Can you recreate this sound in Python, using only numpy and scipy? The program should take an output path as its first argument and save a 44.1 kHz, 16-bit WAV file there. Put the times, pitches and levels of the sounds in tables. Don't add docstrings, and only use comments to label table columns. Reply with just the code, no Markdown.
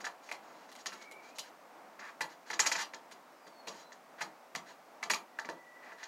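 import sys
import numpy as np
from scipy import signal
from scipy.fft import rfft, irfft, next_fast_len
from scipy.io import wavfile
from scipy.ndimage import map_coordinates

SR = 44100
rng = np.random.default_rng(int(sys.argv[2]) if len(sys.argv) > 2 else 0)


def master(y):
    cut = np.clip(np.atleast_2d(y).T, -1, 1)
    pcm = np.round(cut * 32767)
    wavfile.write(sys.argv[1], SR, pcm.astype(np.int16))


N = 267907

# start in seconds, skid length in seconds, level in dB, steel bite in dB, bare-tip snap in dB,
# weight on the frame in dB, clack centre in Hz.
TOOL_STRIKES = [(0.042, 0.0085, -54, 1, -2.5, -10, 1750), (0.065, 0.0047, -53.5, -7.5, -6, -0.5, 1780),
                (0.289, 0.004, -63.5, -5, -3, -11, 2160), (0.314, 0.00056, -53.5, -4, -1, -5, 2220),
                (0.716, 0.0041, -73, 6.5, 12, -9, 1950), (0.752, 0.0018, -73.5, 8, 13.5, -5, 2170),
                (0.858, 0.0041, -56.5, 8.5, 6.5, 2, 1930), (0.918, 0.03, -63.5, 2.5, 4, 9, 1800),
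                (1.013, .008, -76.5, 11.5, 8, 13, 1930), (1.112, 0.0047, -74.5, 6.5, 17, 17, 2190),
                (1.384, 0.0074, -64, 14, 18, 0, 2240), (1.99, 0.01, -65, -0.5, -10, 6, 1840),
                (2.207, 0.0077, -48, -2, 2, 0.5, 1920), (2.501, 0.0065, -53.5, -0.5, -1, 2.5, 1920),
                (2.529, .009, -55, 3, -3, 1.5, 1870), (2.592, 0.0096, -43, 8.5, 4, -3.5, 1930),
                (2.658, 0.013, -46.5, 8, 6, -3, 1980), (2.715, 0.0072, -47, 4.5, 3, -7.5, 2070),
                (2.751, 0.011, -50, 1.5, -6, -2.5, 2080), (2.935, 0.0038, -61, 2.5, -4, 3.5, 1990),
                (3.111, 0.013, -70.5, 6.5, 10, 11.5, 1980), (3.466, 0.0094, -74.5, 4, 6, 16.5, 1790),
                (3.67, 0.019, -62.5, 9.5, 6.5, 16.5, 2220), (3.919, 0.004, -68, 1.5, -10, 2, 1830),
                (4.207, 0.018, -51, -0.5, 0, 1.5, 1940), (4.55, 0.0037, -54, 2.5, 3, 4.5, 2050),
                (5.027, 0.0064, -52, -0.5, -2.5, -0.5, 2090), (5.098, .013, -43.5, 2.5, 4, -0.5, 2000),
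                (5.135, 0.0021, -49.5, 2.5, 3.5, -5, 2340), (5.387, 0.0031, -50.5, -8, -8.5, -9, 1690),
                (5.447, 0.0035, -63, -2, -8, 9, 2070), (5.488, 0.003, -57, -3.5, -4, 14.5, 1700),
                (5.918, 0.011, -66, -12, -13, 8, 1720), (6.029, 0.007, -60.5, 2.5, -6.5, -15, 1820)]
# start and end in seconds, level in dB, steel bite in dB.
RUB_STROKES = [(0, 0.005, -49.5, -0.5), (0.222, 0.356, -67, 5.5), (.42, 0.662, -66.5, -2),
               (.681, .697, -59, -1), (0.775, 0.81, -60.5, 4), (0.925, 1.043, -62, -1.5),
               (1.219, 1.301, -65, 2), (1.347, 1.371, -70.5, 13.5), (1.432, 1.483, -60.5, -1.5),
               (2.004, 2.1, -49.5, -10.5), (2.285, 2.33, -58, -2.5), (2.456, 2.512, -58.5, 1),
               (2.625, 2.66, -44, -8), (2.776, 2.826, -39, -0.5), (3.694, 3.827, -62.5, 3),
               (4.175, 4.224, -52.5, -8.5), (4.657, 4.719, -57.5, -2.5), (5.819, 5.93, -56, -10),
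               (5.972, 6.066, -55, -6)]
# frequency in Hz, bandwidth in Hz, gain in dB.
HINGE_MODES = [(1512, 207, -0.5), (1751, 57, 4.5), (1993, 230, -0.5), (2173, 240, 3), (2370, 510, 2),
               (2870, 220, 3.5)]
STEEL_MODES = [(2810, 330, -1.5), (3390, 480, -4.5), (4030, 310, -3.5), (4670, 385, -4.5),
               (4947, 158, -3.5), (5390, 430, -4.5), (5797, 680, -1), (6177, 640, -2), (6750, 175, 4.5),
               (6835, 580, -1), (7205, 650, -3)]
DOOR_MODES = [(680, 81, -6.5), (792, 81, -5), (914, 104, 1), (1165, 130, -1), (1363, 51, -2)]
FRAME_MODES = [(211, 143, -8), (259, 170, -6.5), (351, 45, 0.5), (359.5, 128, 2), (493, 460, -4.5)]
# frequency in Hz, relative spectral density in dB.
CRACK_SPECTRUM = [(2500, -11), (5000, -3.5), (8000, 0), (10500, -3.5), (13000, -7.5), (15800, -21)]
# frequency in Hz, 60 dB decay time in seconds.
WALL_T60 = [(200, 0.41), (900, 0.25), (2000, 0.22), (6000, 0.13), (14000, 0.23)]
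# start and length in seconds, first and last pitch in Hz, glide bend (+ early, - late),
# level in dB, peak position as a fraction of length, waver as a fraction of pitch, trill rate in Hz.
BIRD_CALLS = [(.93, .44, 2225, 2580, -3.5, -59, .48, .022, 55),
              (3.29, .64, 5800, 4020, 3.1, -68, .86, .005, 29.5),
              (5.25, 1.3, 1948, 1964, .5, -62, .3, .013, 12)]
# frequency in Hz, relative spectral density in dB.
RUSH_SPECTRUM = [(30,-6.5), (70,-2), (130,-17.5), (200,-10.5), (260,-4.5), (400,-7), (670,0), (900,-1),
                 (1250,-5.5), (1670,-10), (2200,-12.5), (3100,-20), (6000,-22), (10000,-29.5),
                 (15800,-28.5)]
# time in seconds, level in dB before gain; the last level holds.
RUSH_LEVELS = [(0.0, -53.5), (0.094, -54.5), (1.9, -57.5)]

FRAME_DB, DOOR_DB, STEEL_DB, CRACK_DB = -14, -3.5, -4, -15.5
TOUCH_SAMPLES = 24000
TOUCH_S = np.arange(TOUCH_SAMPLES) / SR
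TOUCH_HZ = np.fft.rfftfreq(TOUCH_SAMPLES, 1 / SR)


def tool_strikes(impulse, skid_gain, door_share):
    track = np.zeros(N)
    for start_s, skid_s, level_db, bite_db, snap_db, weight_db, clack_hz in TOOL_STRIKES:
        skid_s = abs(skid_s) + 1e-4
        progress = TOUCH_S / (0.3 * skid_s)
        slips = rng.standard_normal(TOUCH_SAMPLES) ** 3 * progress ** 0.63 * np.exp(-progress ** 1.045)
        force = slips / np.linalg.norm(slips) * skid_gain * skid_s / 0.0091
        force[0] += impulse
        door_db = DOOR_DB + door_share * weight_db
        steel_db = STEEL_DB + bite_db
        gains = amp(level_db) * amp([FRAME_DB + weight_db, door_db, 0, steel_db, CRACK_DB + snap_db])
        clack_octaves = 0.18 + 0.26 * skid_s / 0.0089
        ring_hz = steel_ring_hz(level_db + steel_db, edge_db=snap_db - bite_db)
        add(track, start_s, gains @ ringing_parts(force, clack_hz, clack_octaves, ring_hz))
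    return track


def tool_scrapes(grit_db, catches_per_s, catch_db, ramp_s, door_db, hiss_db):
    track = np.zeros(N)
    for start_s, end_s, level_db, bite_db in RUB_STROKES:
        length_s = max(end_s - start_s, 0.01)
        envelope = np.clip(TOUCH_S / ramp_s, 0, 1) * np.clip((length_s - TOUCH_S) / ramp_s, 0, 1)
        grains = rng.standard_normal(TOUCH_SAMPLES) * amp(grit_db * rng.standard_normal(TOUCH_SAMPLES))
        catches = amp(catch_db) * (rng.random(TOUCH_SAMPLES) < catches_per_s / SR)
        force = envelope * (unit_rms(grains) + catches)
        gains = amp(level_db) * amp([door_db, 0, bite_db, bite_db + hiss_db])
        gains *= np.sqrt(length_s * SR / TOUCH_SAMPLES)
        parts = ringing_parts(force, clack_hz=1827, clack_octaves=0.48, ring_hz=4650 + 66 * bite_db)
        add(track, start_s, gains @ parts[1:])
    return track


def ringing_parts(force, clack_hz, clack_octaves, ring_hz):
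    direct, walls = sound_paths(shade_hz=3350, echo_s=0.0086, spread_s=0.0044, tail_db=-2.5)
    drive = flatten(rfft(np.roll(force, SR // 1000)), span_hz=116)
    walls = flatten(walls, span_hz=177)
    walls /= np.sqrt(np.mean(abs(walls) ** 2))
    frame = resonances(FRAME_MODES, vary_db=3.5, cutoff_hz=700, order=4) * (0.37 * direct + walls)
    door = resonances(DOOR_MODES, vary_db=2.5, cutoff_hz=1700, order=4) * (0.83 * direct + walls)
    hinge = resonances(HINGE_MODES, vary_db=1.0, cutoff_hz=3200, order=6) * (3 * direct + walls)
    steel = resonances(STEEL_MODES, vary_db=-0.5, cutoff_hz=8600, order=8) * (1.08 * direct + walls)
    crack = amp(log_interp(CRACK_SPECTRUM, TOUCH_HZ)) * (0.75 + walls)
    hinge *= tip_emphasis(clack_hz, clack_octaves, lift_db=14.5)
    steel *= tip_emphasis(ring_hz, octaves=1.0, lift_db=15.5)
    fade = np.clip(2 - 2 * TOUCH_S / TOUCH_S[-1], 0, 1) ** 4
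    responses = (frame, door, hinge, steel, crack)
    return np.array([unit_rms(fade * irfft(drive * part, TOUCH_SAMPLES)) for part in responses])


def resonances(modes, vary_db, cutoff_hz, order):
    gains = amp(vary_db * rng.standard_normal(len(modes)))
    response = 0
    for k, (mode_hz, width_hz, gain_db) in enumerate(modes):
        damping = 1j * TOUCH_HZ * width_hz
        peak = damping / (mode_hz ** 2 - TOUCH_HZ ** 2 + damping)
        response += (-1) ** k * gains[k] * amp(gain_db) * peak
    return response / (1 + (TOUCH_HZ / cutoff_hz) ** order)


def tip_emphasis(centre_hz, octaves, lift_db):
    return amp(lift_db * np.exp(-(np.log2((TOUCH_HZ + 1) / centre_hz) / octaves) ** 2))


def steel_ring_hz(steel_db, edge_db, light_hz=4400, hard_hz=6900, hard_db=-37, drop_hz_per_db=67):
    hardness = min(amp(steel_db - hard_db), 1)
    return max(light_hz + (hard_hz - light_hz) * hardness - drop_hz_per_db * edge_db, 1)


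def sound_paths(shade_hz, echo_s, spread_s, tail_db):
    hz, time_s, noise = signal.stft(rng.standard_normal(TOUCH_SAMPLES), SR, nperseg=256)
    decay = amp(-60 * time_s / log_interp(WALL_T60, hz)[:, None])
    tail = signal.istft(noise * decay, SR, nperseg=256)[1][:TOUCH_SAMPLES]
    tail *= 1 - np.exp(-TOUCH_S / echo_s)
    echoes = rng.standard_normal(TOUCH_SAMPLES) ** 3 * np.exp(-((TOUCH_S - echo_s) / spread_s) ** 2)
    direct = 1 / (1 + 1j * TOUCH_HZ / shade_hz) ** 2
    early = rfft(echoes / np.linalg.norm(echoes)) * (1 - 0.42 * abs(direct))
    return direct, early + amp(tail_db) * rfft(tail / np.linalg.norm(tail))


def far_birds(wet_db, t60_s):
    calls = sum(whistle(call, trill_db=4.0, flutter_db=2) for call in BIRD_CALLS)
    tail = rng.standard_normal(TOUCH_SAMPLES) * amp(-60 * TOUCH_S / t60_s)
    return calls + amp(wet_db) * signal.fftconvolve(calls, tail / np.linalg.norm(tail))[:N]


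def whistle(call, trill_db, flutter_db):
    start_s, length_s, first_hz, last_hz, bend, base_db, peak_at, waver, trill_hz = call
    time_s = np.arange(N) / SR
    progress = np.clip((time_s - start_s) / length_s, 0, 1)
    glide = np.expm1(-bend * progress) / np.expm1(-bend)
    pitch_hz = (first_hz + (last_hz - first_hz) * glide) * (1 + waver * wobble(130))
    swell = np.interp(progress, [0, peak_at, 1], [0, 1, 0]) ** 0.65
    level_db = base_db + trill_db * np.sin(2 * np.pi * trill_hz * time_s) + flutter_db * wobble(45)
    return swell * amp(level_db) * unit_rms(np.sin(2 * np.pi * np.cumsum(pitch_hz) / SR))


def outdoor_rush(low_gain_db, wander_db, hiss_gain_db, drone_db):
    low_db = low_gain_db + np.interp(np.arange(N) / SR, *np.transpose(RUSH_LEVELS))
    rush = unit_rms(filtered(rng.standard_normal(N), lambda hz: amp(log_interp(RUSH_SPECTRUM, hz))))
    low = filtered(rush, lambda hz: 1 / (1 + (hz / 2000) ** 2))
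    hiss = rush - low
    drone = unit_rms(filtered(rng.standard_normal(N), lambda hz: np.exp(-((hz - 158) / 6) ** 2)))
    return low * amp(low_db + wander_db * wobble(6.0)) + hiss * amp(hiss_gain_db) + drone * amp(drone_db)


def flatten(spectrum, span_hz):
    offset_hz = np.arange(-200, 201) * SR / TOUCH_SAMPLES
    power = signal.fftconvolve(abs(spectrum) ** 2, np.exp(-(offset_hz / span_hz) ** 2), "same")
    return spectrum / np.sqrt(abs(power) + 1e-12)


def amp(db):
    return 10 ** (np.asarray(db) / 20)


def unit_rms(x):
    return x / np.sqrt(np.mean(x ** 2) + 1e-20)


def log_interp(points, hz):
    knots_hz, values = np.transpose(points)
    return np.interp(np.log(hz + 1), np.log(knots_hz + 1), values)


def wobble(knots_per_s):
    knots = rng.standard_normal(int(N * knots_per_s / SR) + 4)
    return map_coordinates(knots, [np.arange(N) * knots_per_s / SR])


def filtered(x, response):
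    size = next_fast_len(N + SR // 2)
    return irfft(rfft(x, size) * response(np.fft.rfftfreq(size, 1 / SR)), size)[:N]


def add(track, start_s, sound):
    part = track[max(round(start_s * SR), 0):][:len(sound)]
    part += sound[:len(part)]


def scene():
    strikes = tool_strikes(impulse=0.64, skid_gain=1.28, door_share=0.29)
    scrapes = tool_scrapes(grit_db=0.5, catches_per_s=22, catch_db=23, ramp_s=0.0036,
                           door_db=-3.5, hiss_db=-13)
    birds = far_birds(wet_db=-1.5, t60_s=0.098)
    air = outdoor_rush(low_gain_db=2, wander_db=1.43, hiss_gain_db=-57, drone_db=-83.5)
    return (strikes + scrapes + birds + air)[None]


def record(dry):
    bass_hz, top_hz = 145, 15830
    low_cut = lambda hz: 0.037 + 0.82 / (1 + (bass_hz / (hz + 1)) ** 10)
    return filtered(dry[0], lambda hz: low_cut(hz) * (hz < top_hz))[None]


dry = scene()
out = record(dry)
master(out)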